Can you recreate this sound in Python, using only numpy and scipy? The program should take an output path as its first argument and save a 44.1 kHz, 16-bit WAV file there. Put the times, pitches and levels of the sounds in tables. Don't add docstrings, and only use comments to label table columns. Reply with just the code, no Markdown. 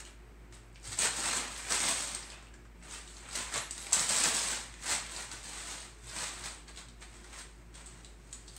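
import sys
import numpy as np
from scipy import signal
from scipy.fft import rfft, irfft, next_fast_len
from scipy.io import wavfile
from scipy.ndimage import uniform_filter1d

SR = 44100
rng = np.random.default_rng(int(sys.argv[2]) if len(sys.argv) > 2 else 0)


def persist_wave(psi):
    counts = np.round(np.clip(psi, -1, 1) * 32767).astype(np.int16)
    wavfile.write(sys.argv[1], SR, np.atleast_2d(counts).T)


def undo_db(level):
    steps = np.asarray(level, float) / 20
    return 10 ** steps


N = 378378


def evened(x):
    return x / np.sqrt(np.mean(x ** 2) + 1e-20)


def read(points, hz):
    f, value = np.transpose(points)
    return np.interp(np.log(hz + 1), np.log(f + 1), value)


def minimum_phase(points, size=4096):
    log_gain = np.log(undo_db(read(points, abs(np.fft.fftfreq(size, 1 / SR)))))
    phase = -signal.hilbert(log_gain).imag
    return np.fft.ifft(np.exp(log_gain + 1j * phase)).real[:size // 2]


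def resonance(hz, width_hz, drive):
    turn = np.exp(2j * np.pi * hz * np.arange(N) / SR)
    r = np.exp(-np.pi * width_hz / SR)
    return 2 * (turn * signal.lfilter([1 - r], [1, -r], drive / turn)).real


def panel(hz, cycles, drive):
    return signal.lfilter(*signal.iirpeak(hz, cycles, fs=SR), drive)


def drift(per_s):
    lowpass = signal.butter(2, per_s, fs=SR, output="sos")
    return evened(signal.sosfilt(lowpass, rng.standard_normal(N)))


def effort(rows, lag_s=0., linger=0.57, roundness=1.043):
    s, db, rise, fall = np.array(rows).T[:4, :, None]
    t = np.arange(0, N + 32, 32) / SR
    late = t - s - lag_s
    away = np.maximum(-late / rise, late / (fall * linger))
    power = undo_db(db - 20 * away ** roundness) ** 2
    return np.interp(np.arange(N) / SR, t, np.sqrt(power.sum(0)))


# pitch_hz, width_hz, level_db
MOTOR_LINES = [(117.4, 7.5, -66), (171.6, 3.6, -71), (237.7, 10, -73), (300, 6, -73), (356.2, 8.1, -69.5),
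               (428.5, 6, -76)]


def fridge(compressor_hz=53, compressor_db=-55.5):
    hz = compressor_hz + .5 * drift(2.0)
    level = np.sqrt(2) * undo_db(compressor_db + 0.84 * drift(11.0))
    hum = level * np.sin(2 * np.pi * np.cumsum(hz) / SR)
    for line_hz, width_hz, db in MOTOR_LINES:
        hum += undo_db(db) * evened(resonance(line_hz, width_hz, rng.standard_normal(N)))
    return hum


# pitch_hz, level_db (per Hz)
AIR_COLOUR = [(20, -49), (38, -11), (60, 0), (78, -12), (103, -8), (226, -11.5), (483, -16), (2300, -20),
              (3400, -30), (6730, -34.5), (8140, -38.5), (9580, -43.5), (13000, -41), (16000, -42)]


def air(level_db=-62):
    size = next_fast_len(N)
    noise = rfft(rng.standard_normal(size)) * undo_db(read(AIR_COLOUR, np.fft.rfftfreq(size, 1 / SR)))
    return undo_db(level_db + 0.64 * drift(21.0)) * evened(irfft(noise)[:N])


# pitch_hz, level_db (per Hz)
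PAPER_COLOUR = [(50, -33), (80, -10.5), (120, -16), (250, -11.5), (400, -15), (1000, -12), (3000, -12.5),
                (4300, -8), (5600, -10), (6800, -7.5), (9000, -14), (10700, -21.5), (13500, -28.5),
                (16000, -27)]


def buckling_sheet(clump_db=1.6, creases_per_s=6000, spread_db=2.0, tear_s=0.00028, rub_db=-8, patches=14):
    swarm = undo_db(clump_db * drift(60))
    size = undo_db(spread_db * np.minimum(rng.exponential(1, N), 1.9))
    creases = size * (rng.random(N) < creases_per_s * swarm / SR)
    patch = rng.integers(0, patches, N)
    fibres = rng.standard_normal(N)
    fade = np.exp(-1 / (tear_s * SR))
    buckling = np.zeros(N)
    for k, hz in enumerate(np.geomspace(200, 16000, patches)):
        tear = fibres * signal.lfilter([1], [1, -fade], creases * (patch == k))
        buckling += panel(hz, 1.16, tear)
    rubbing = np.sqrt(swarm) * rng.standard_normal(N)
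    sheet = evened(buckling) + undo_db(rub_db) * evened(rubbing)
    return signal.oaconvolve(sheet, minimum_phase(PAPER_COLOUR))[:N]


# peak_s, crackle_db, rise_s, fall_s, body_db (above the crackle)
DIVE = [(.003, -43, 0.29, 0.06, 0), (.062, -55, 0.035, 0.12, 2.5), (.54, -53.5, 0.029, 0.14, -1),
        (.77, -68, .04, .06, 0), (.855, -42, 0.039, 0.46, -4.5), (.93, -35.5, 0.028, 0.036, -4),
        (.992, -29, 0.025, 0.16, -1), (1.018, -27, 0.051, 0.082, -4.5), (1.058, -29.5, 0.034, 0.073, -1.5),
        (1.037, -27.5, 0.07, 0.12, -5.5), (1.18, -35.5, 0.095, 0.36, -1.5), (1.255, -30.5, 0.054, 0.41, 1),
        (1.37, -35.5, 0.33, 0.15, -4), (1.51, -42.5, 0.057, 0.94, -1.5), (1.65, -66.5, 0.37, 0.24, -22.5),
        (1.707, -27, 0.024, 0.32, -4), (1.74, -34.5, 0.13, 0.13, 4), (1.82, -34.5, 0.24, 0.45, -2),
        (1.89, -29.5, 0.15, 0.12, -3), (2.0, -37.5, 0.32, 0.45, -7), (2.15, -45.5, 0.59, 0.29, 0.5),
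        (2.32, -53, 0.14, 0.15, 7.5), (2.4, -62, .1, 0.14, 9), (2.47, -69, 0.1, 0.17, 10)]
# peak_s, crackle_db, rise_s, fall_s, body_db
LEAP = [(2.84, -54, 0.051, 0.24, 4), (2.94, -44, 0.097, 0.23, -0.5), (3.11, -52, 0.22, 0.73, -9),
        (3.27, -58.5, 0.28, 0.52, 11), (3.354, -35.5, 0.076, 0.35, -2), (3.556, -31, 0.057, 0.12, 0),
        (3.73, -53, 0.072, 0.22, -15), (3.86, -41.5, 0.24, 0.097, -1.5), (3.934, -19, 0.011, 0.039, -9),
        (3.965, -28.5, 0.082, 0.23, -0.5), (4.01, -28.5, 0.098, 0.15, -16),
        (4.091, -25.5, 0.017, 0.51, -4.5), (4.17, -27.5, 0.21, 0.53, -2.5), (4.245, -25, 0.071, 0.21, -3),
        (4.35, -31.5, 0.22, 0.49, -15), (4.52, -35, 0.33, 0.22, -2), (4.835, -46.5, 0.04, .2, 4),
        (4.874, -34.5, 0.073, 0.27, 0), (4.914, -28, 0.049, 0.16, -4)]
# peak_s, crackle_db, rise_s, fall_s, body_db
SCUFFLE = [(5.11, -43.5, 0.024, 0.44, -7), (5.21, -40, 0.26, 0.1, 0), (5.33, -46.5, 0.11, 0.17, 2.5),
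           (5.47, -47, 0.16, 0.53, -14), (5.6, -45.5, 0.62, 0.13, 0.5), (5.71, -41.5, 0.19, 0.21, -0.5),
           (5.84, -48.5, 0.24, 0.16, -4), (5.93, -64, .1, 0.25, 1), (6.085, -47.5, 0.079, 0.33, 0),
           (6.18, -39, 0.15, 0.26, -0.5), (6.22, -44, .06, 0.16, 1.5), (6.23, -42, 0.092, 0.63, -3.5),
           (6.38, -54.5, 0.18, 0.23, 7.5), (6.46, -39.5, 0.11, 0.16, -1.5),
           (6.686, -48.5, 0.015, 0.07, 4.5), (6.785, -47.5, 0.076, 0.12, 1), (7.025, -50, 0.037, 0.081, 2),
           (7.15, -55.5, 0.2, 0.37, 1), (7.25, -59, .05, 0.26, 4), (7.33, -52, 0.021, 0.14, 8),
           (7.395, -44.5, 0.16, 0.084, -2), (7.5, -67, .1, 0.81, -16), (7.77, -53, 0.062, 0.28, 3),
           (7.87, -56, 0.12, 0.68, -10), (7.99, -60.5, 0.15, 0.12, 7), (8.34, -55, 0.18, 0.18, -3),
           (8.57, -55, 0.29, .2, -5)]


def crackle(paw_db=-10, paw_follows=0.99):
    size = next_fast_len(N)
    sheet = rfft(buckling_sheet(), size)
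    hz = np.fft.rfftfreq(size, 1 / SR)
    crisp = read([(2000, 0), (4500, 1)], hz)
    heavy = read([(420, 1), (850, 0)], hz)
    broad = 1 - crisp - heavy
    moves = DIVE + LEAP + SCUFFLE
    body = [(s, db + body_db, rise, fall) for s, db, rise, fall, body_db in moves]
    paw = [(s, db + paw_db + paw_follows * body_db, rise, fall) for s, db, rise, fall, body_db in moves]
    layers = [(crisp, effort(moves)),
              (broad, effort(body, lag_s=0.00052, linger=0.75)),
              (heavy, effort(paw, lag_s=0.0048, linger=0.84))]
    return sum(level * evened(irfft(sheet * share, size)[:N]) for share, level in layers)


# start_s, peak_db, pitch_hz, ring_db (above the tick)
RUSH_POPS = [(0.829, -40, 6500, -5), (0.842, -40, 5300, 3), (0.853, -31, 4790, -14),
             (0.874, -30, 7150, -11), (0.9867, -20, 7200, -12), (0.989, -16, 7500, -2),
             (1.0107, -8, 8000, -19), (1.02, -14, 8000, -14), (1.334, -14, 1850, -3),
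             (1.563, -28, 2340, -8), (1.686, -25, 4900, -5), (1.704, -15, 2250, -12),
             (1.802, -9, 2100, -12), (2.3016, -28.5, 4500, -8), (2.3185, -34, 2840, -0.5),
             (2.825, -40, 2330, -1), (3.0757, -36.5, 3800, 4.5), (3.168, -32, 4340, -9),
             (3.2883, -29, 1310, -2), (3.3107, -28, 4810, -7), (3.3315, -20, 4530, -18),
             (3.353, -32, 5370, -8), (3.5247, -22, 1670, -3), (3.5407, -14, 1100, -13),
             (3.709, -19, 7300, -6), (3.7789, -20, 7940, -19), (3.867, -24, 2300, 0),
             (3.9234, -12, 1020, 1.5), (3.9296, -15, 7460, 9), (3.935, -18.5, 7300, -7),
             (3.9474, -14, 7500, -16), (3.9943, -10, 6700, -7), (4.083, -28, 5000, -14),
             (4.096, -8, 6460, -24), (4.1077, -14, 9500, -5), (4.167, -12, 7500, -9),
             (4.187, -25, 8000, -14), (4.2366, -18, 6340, -4), (4.349, -11, 6500, -13),
             (4.859, -22, 6500, -11), (4.877, -24, 4850, -13)]
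# start_s, peak_db, pitch_hz, ring_db, after_db
CALM_POPS = [(0.051, -30.5, 2870, -6, -15), (0.5247, -36, 1860, -2.5, -9), (.728, -52, 7850, -7, -27),
             (.7462, -43, 6500, -13, -22), (.7985, -46, 8000, -3, -25), (2.424, -37.5, 1110, 5, -13),
             (2.5386, -42, 1680, -3, -8), (2.6508, -52, 1310, 10, -5.5), (4.7396, -36.5, 2280, 3, -6.5),
             (4.7925, -45, 2040, -2, -2), (4.825, -27, 6640, -13, -15), (5.063, -34, 4490, 1, -15),
             (5.1632, -27, 4550, -11, -8), (5.3144, -24.5, 3900, -6, -11.5), (5.4377, -30, 3310, -3, -8),
             (6.0605, -43, 7020, -10, -16), (6.0764, -37, 3800, -3, -8), (6.0934, -35, 4250, 6.5, -12),
             (6.1634, -31, 2480, 6, -19), (6.438, -32, 4480, 1, -8), (6.6798, -39, 4180, -1, -19),
             (6.711, -36, 3900, -9, -20), (6.761, -33, 3260, -5, -17), (6.7732, -32, 3860, -4, -6.5),
             (6.8848, -37, 3900, -5, -7.5), (7.0083, -46, 6620, -1, -14), (7.0193, -42, 2200, -4, -6),
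             (7.1295, -41, 2170, 5, -11), (7.14, -41, 6400, -5, -18), (7.2427, -35, 1660, 1, -11),
             (7.3256, -49, 1670, -4, -12), (7.388, -28, 1810, -4, -18), (7.3955, -34, 2000, -6, -20),
             (7.7421, -44.5, 3730, -5, -5), (7.7491, -34, 1870, -7, -11), (7.86, -40, 7600, 0, -6.5),
             (8.008, -45, 5030, -5, -17), (8.0467, -27.5, 4000, -10, -19), (8.3278, -29, 7000, -0.5, -11),
             (8.5649, -29, 3600, -17, -18)]
# start_s, peak_db, pitch_hz, ring_db,
# after_db
PIN_PRICKS = [(1.2349, -22, 8000, -16, -14), (1.4943, -36.5, 8000, -24.5, -16),
              (1.5756, -27, 8000, -16, -16), (1.7065, -19, 8000, -6, -16), (1.733, -17, 1500, -13, -14),
              (1.838, -21, 7500, -16, -14), (1.902, -20, 7500, -14, -16), (1.91, -18, 7500, -16, -20),
              (1.985, -20, 9500, -8, -20), (2.0, -28, 7000, -16, -20), (3.5775, -17, 7000, -7, -18),
              (4.21, -24, 8000, -16, -12), (4.4168, -20, 7760, -16, -14), (4.8454, -28, 8000, -16, -14),
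              (5.0369, -35, 8000, -14, -16), (5.1192, -30, 8000, -14, -17), (5.576, -31, 7500, -12, -18),
              (5.737, -31, 6000, -16, -21), (5.803, -31, 8000, -9, -18), (5.987, -44, 9500, -7, -22),
              (6.485, -28, 5000, -14, -20), (6.547, -34, 9000, -7, -20), (6.583, -42, 7500, -12, -20),
              (7.041, -41, 4500, -6, -13), (8.481, -41, 3930, -1, -6.5), (.0518, -40, 13000, 0, -16),
              (.988, -26, 13000, -8, -16), (1.335, -28, 13000, -8, -20), (2.148, -24, 13000, -6, -20),
              (3.709, -30, 13000, -8, -18), (3.7782, -28, 12500, -8, -14), (4.824, -32, 12000, -10, -11),
              (6.0756, -40, 12000, -11, -16), (7.243, -41, 6000, -7, -15), (8.3273, -39, 13000, -5, -17),
              (8.565, -32, 13000, 4, -17), (6.18, -29, 2400, -7, -8), (6.205, -27, 1700, -5, -5),
              (5.2, -33, 1800, -5, -6), (6.446, -31, 1300, -9, -10)]
# start_s, peak_db,
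# pitch_hz, ring_db, after_db
PANEL_CREAKS = [(.752, -53, 5200, 8, -22), (.758, -57, 5270, 12, -14), (.758, -68, 2450, 27, 1),
                (.768, -62, 2600, 23, -6), (2.148, -15.5, 7900, -8, -19), (8.334, -37, 7060, 1, -8),
                (8.4788, -36, 4430, -1, -12), (2.375, -44, 5000, -3, -16), (2.445, -46, 4500, -3, -16),
                (2.484, -53, 2700, 10, -12), (2.227, -40, 4650, 6.5, -4), (2.331, -41, 2680, 8, -16),
                (2.469, -59, 2700, 21, -22), (6.681, -44, 4250, 10, -10), (8.486, -47, 4750, 3, -6),
                (2.91, -27, 6500, -7, -16), (2.957, -37, 12000, -8, -28), (5.467, -36, 6970, -11, -22),
                (5.6366, -29, 6500, -9, -22)]


def snaps(pop_s=0.00086, after_s=0.0087, uneven_db=4.5, share_db=-4, thin_hz=2500, dull_hz=9800, sheen_db=-9):
    out, t = np.zeros(N + 4410), np.arange(2800) / SR
    rush = [(*row, -12.5) for row in RUSH_POPS]
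    rows = [(*row, 5) for row in rush + CALM_POPS]
    rows += [(*row, 3) for row in PIN_PRICKS]
    rows += [(*row, 8.2) for row in PANEL_CREAKS]
    sheet = minimum_phase(PAPER_COLOUR)[:400]
    sheet = sheet / abs(sheet).max()
    thin = signal.lfilter(*signal.butter(1, thin_hz, "high", fs=SR), sheet)
    click = 1. * (t == 0)
    for s, db, hz, ring_db, after_db, cycles in rows:
        grain, fizz, clumps = rng.standard_normal((3, len(t)))
        pop = grain * np.sqrt(t) * np.exp(-t / pop_s)
        tick = signal.oaconvolve(pop, thin)[:len(t)]
        tick *= np.linalg.norm(thin) / np.linalg.norm(tick)
        ping = panel(hz, cycles, pop)
        ping *= np.linalg.norm(panel(hz, cycles, click)) / np.linalg.norm(ping)
        clumping = undo_db(after_db + uneven_db * evened(uniform_filter1d(clumps, size=40)))
        swarm = clumping * fizz / 4 * np.exp(-t / after_s)
        ring = ping + undo_db(share_db) * panel(hz, cycles, swarm)
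        after = signal.oaconvolve(swarm, sheet)[:len(t)]
        out[round(s * SR):][:len(t)] += undo_db(db) * (tick + after + undo_db(ring_db + 23.0) * ring)
    dull = signal.sosfilt(signal.butter(3, dull_hz, fs=SR, output="sos"), out[:N])
    return undo_db(sheen_db) * out[:N] + dull


def hush(hush_db=-4, hush_s=0.11):
    t = np.arange(N) / SR
    onsets = np.sort([row[0] for row in RUSH_POPS + CALM_POPS] + [np.inf])
    ahead = onsets[np.searchsorted(onsets, t)] - t
    return undo_db(hush_db * np.exp(-ahead / hush_s))


# peak_s, level_db, rise_s, fall_s
BELL_SHAKES = [(.102, -72, .01, .1), (.657, -79, .01, .04), (1.41, -58, .15, .04),
               (1.578, -57, 0.022, 0.073), (2.266, -59, .025, 0.06), (3.615, -53, .03, 0.13),
               (3.72, -65, .03, .1), (3.78, -70, .03, 0.09), (3.84, -55.5, 0.093, 0.12),
               (4.96, -63, 0.14, 0.11), (5.06, -65, .04, .08), (5.19, -66, 0.044, 0.23),
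               (5.315, -65, .02, .12)]
# pitch_hz, width_hz, level_db
BELL_MODES = [(10650, 100, -12), (10840, 90, 3), (11000, 130, 9), (12220, 120, -8)]


def bell(rattle_per_s=600):
    shell = np.zeros(N)
    for hz, width_hz, db in BELL_MODES:
        pellet = rng.standard_normal(N) * (rng.random(N) < rattle_per_s / SR)
        shell += undo_db(db) * evened(resonance(hz, width_hz, pellet))
    return undo_db(-3.5) * effort(BELL_SHAKES) * evened(shell)


# start_s, level_db, pitch_hz, t60_s
LANDINGS = [
    (0.877, -44.5, 107, 0.18),
    (1.76, -57, 80, .1),
    (3.576, -46, 119, 0.1),
    (3.97, -44, 80, 0.074),
    (6.169, -51, 131, 0.14),
    (7.201, -66, 163, 0.13),
]


def paws(rise_s=0.025):
    t = np.arange(N) / SR
    out = np.zeros(N)
    for s, db, hz, t60 in LANDINGS:
        u = np.maximum(t - s, 0)
        push = undo_db(db - 60 * u / t60) * (1 - np.exp(-u / rise_s))
        out += push * 3 * np.sin(2 * np.pi * hz * u)
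    return out


# pitch_hz, t60_s
ROOM_DECAY = [(200, 0.12), (1000, 0.4), (3500, 0.46), (9000, 0.33), (15000, 0.12)]
# delay_s, level_db
FIRST_ECHOES = [(.0021, -7.5), (.0034, -14), (.0075, -22), (0.015, -13.5), (0.017, -18), (0.023, -58)]


def kitchen(x, turn_s=.015, count=30, tail_db=-3.5):
    size, hop = 11500, round(turn_s * SR)
    taps, at = np.zeros((count, size)), np.arange(200, size - 20, 20)
    at = at + rng.integers(0, 20, (count, len(at)))
    np.put_along_axis(taps, at, rng.choice([-1., 1.], at.shape), 1)
    hz, lag, z = signal.stft(taps, SR, nperseg=256)
    decay = undo_db(-60 * lag / read(ROOM_DECAY, hz)[:, None])
    tails = signal.istft(z * decay, SR, nperseg=256)[1]
    tails *= undo_db(tail_db) / np.linalg.norm(tails, axis=1, keepdims=True)
    for s, db in FIRST_ECHOES:
        delay = (s * rng.uniform(.7, 1.3, count) * SR).astype(int)
        tails[np.arange(count), delay] += rng.choice([-1, 1], count) * undo_db(db)
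    long = next_fast_len(tails.shape[1] + 2 * hop)
    starts = np.arange(0, N + hop, hop)
    window = np.sin(np.pi * np.arange(2 * hop) / (2 * hop))
    pieces = np.pad(x, (hop, 3 * hop))[starts[:, None] + np.arange(2 * hop)] * window
    patterns = rfft(tails, long)[rng.integers(0, count, len(starts))]
    echoes = irfft(rfft(pieces, long) * patterns, long)
    out = np.zeros(N + hop + long)
    for start, echo in zip(starts, echoes):
        out[start:start + long] += echo
    return x + out[hop:hop + N]


def scene():
    paper = undo_db(-7.5) * hush() * crackle() + undo_db(-10.0) * snaps()
    return (fridge() + air() + kitchen(paper + bell() + paws()))[None]


def microphone_port(x, hz=8250, width_hz=620, lift_db=10.5):
    return x + undo_db(lift_db) * resonance(hz, width_hz, x[0])


def ducked(x, from_db=-36, share=0.21, smooth_s=0.19):
    power_db = 10 * np.log10(abs(uniform_filter1d(x ** 2, round(smooth_s * SR))) + 1e-12)
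    return x * undo_db(-share * np.maximum(power_db - from_db, 0))


def low_pass(x):
    return signal.sosfilt(signal.butter(12, 16730, fs=SR, output="sos"), x)


def record(dry):
    band_limit = signal.firwin(511, 15800, window=("kaiser", 9), fs=SR)
    limited = signal.oaconvolve(ducked(microphone_port(dry)), band_limit[None], "same")
    return low_pass(limited)


dry = scene()
out = record(dry)
persist_wave(out)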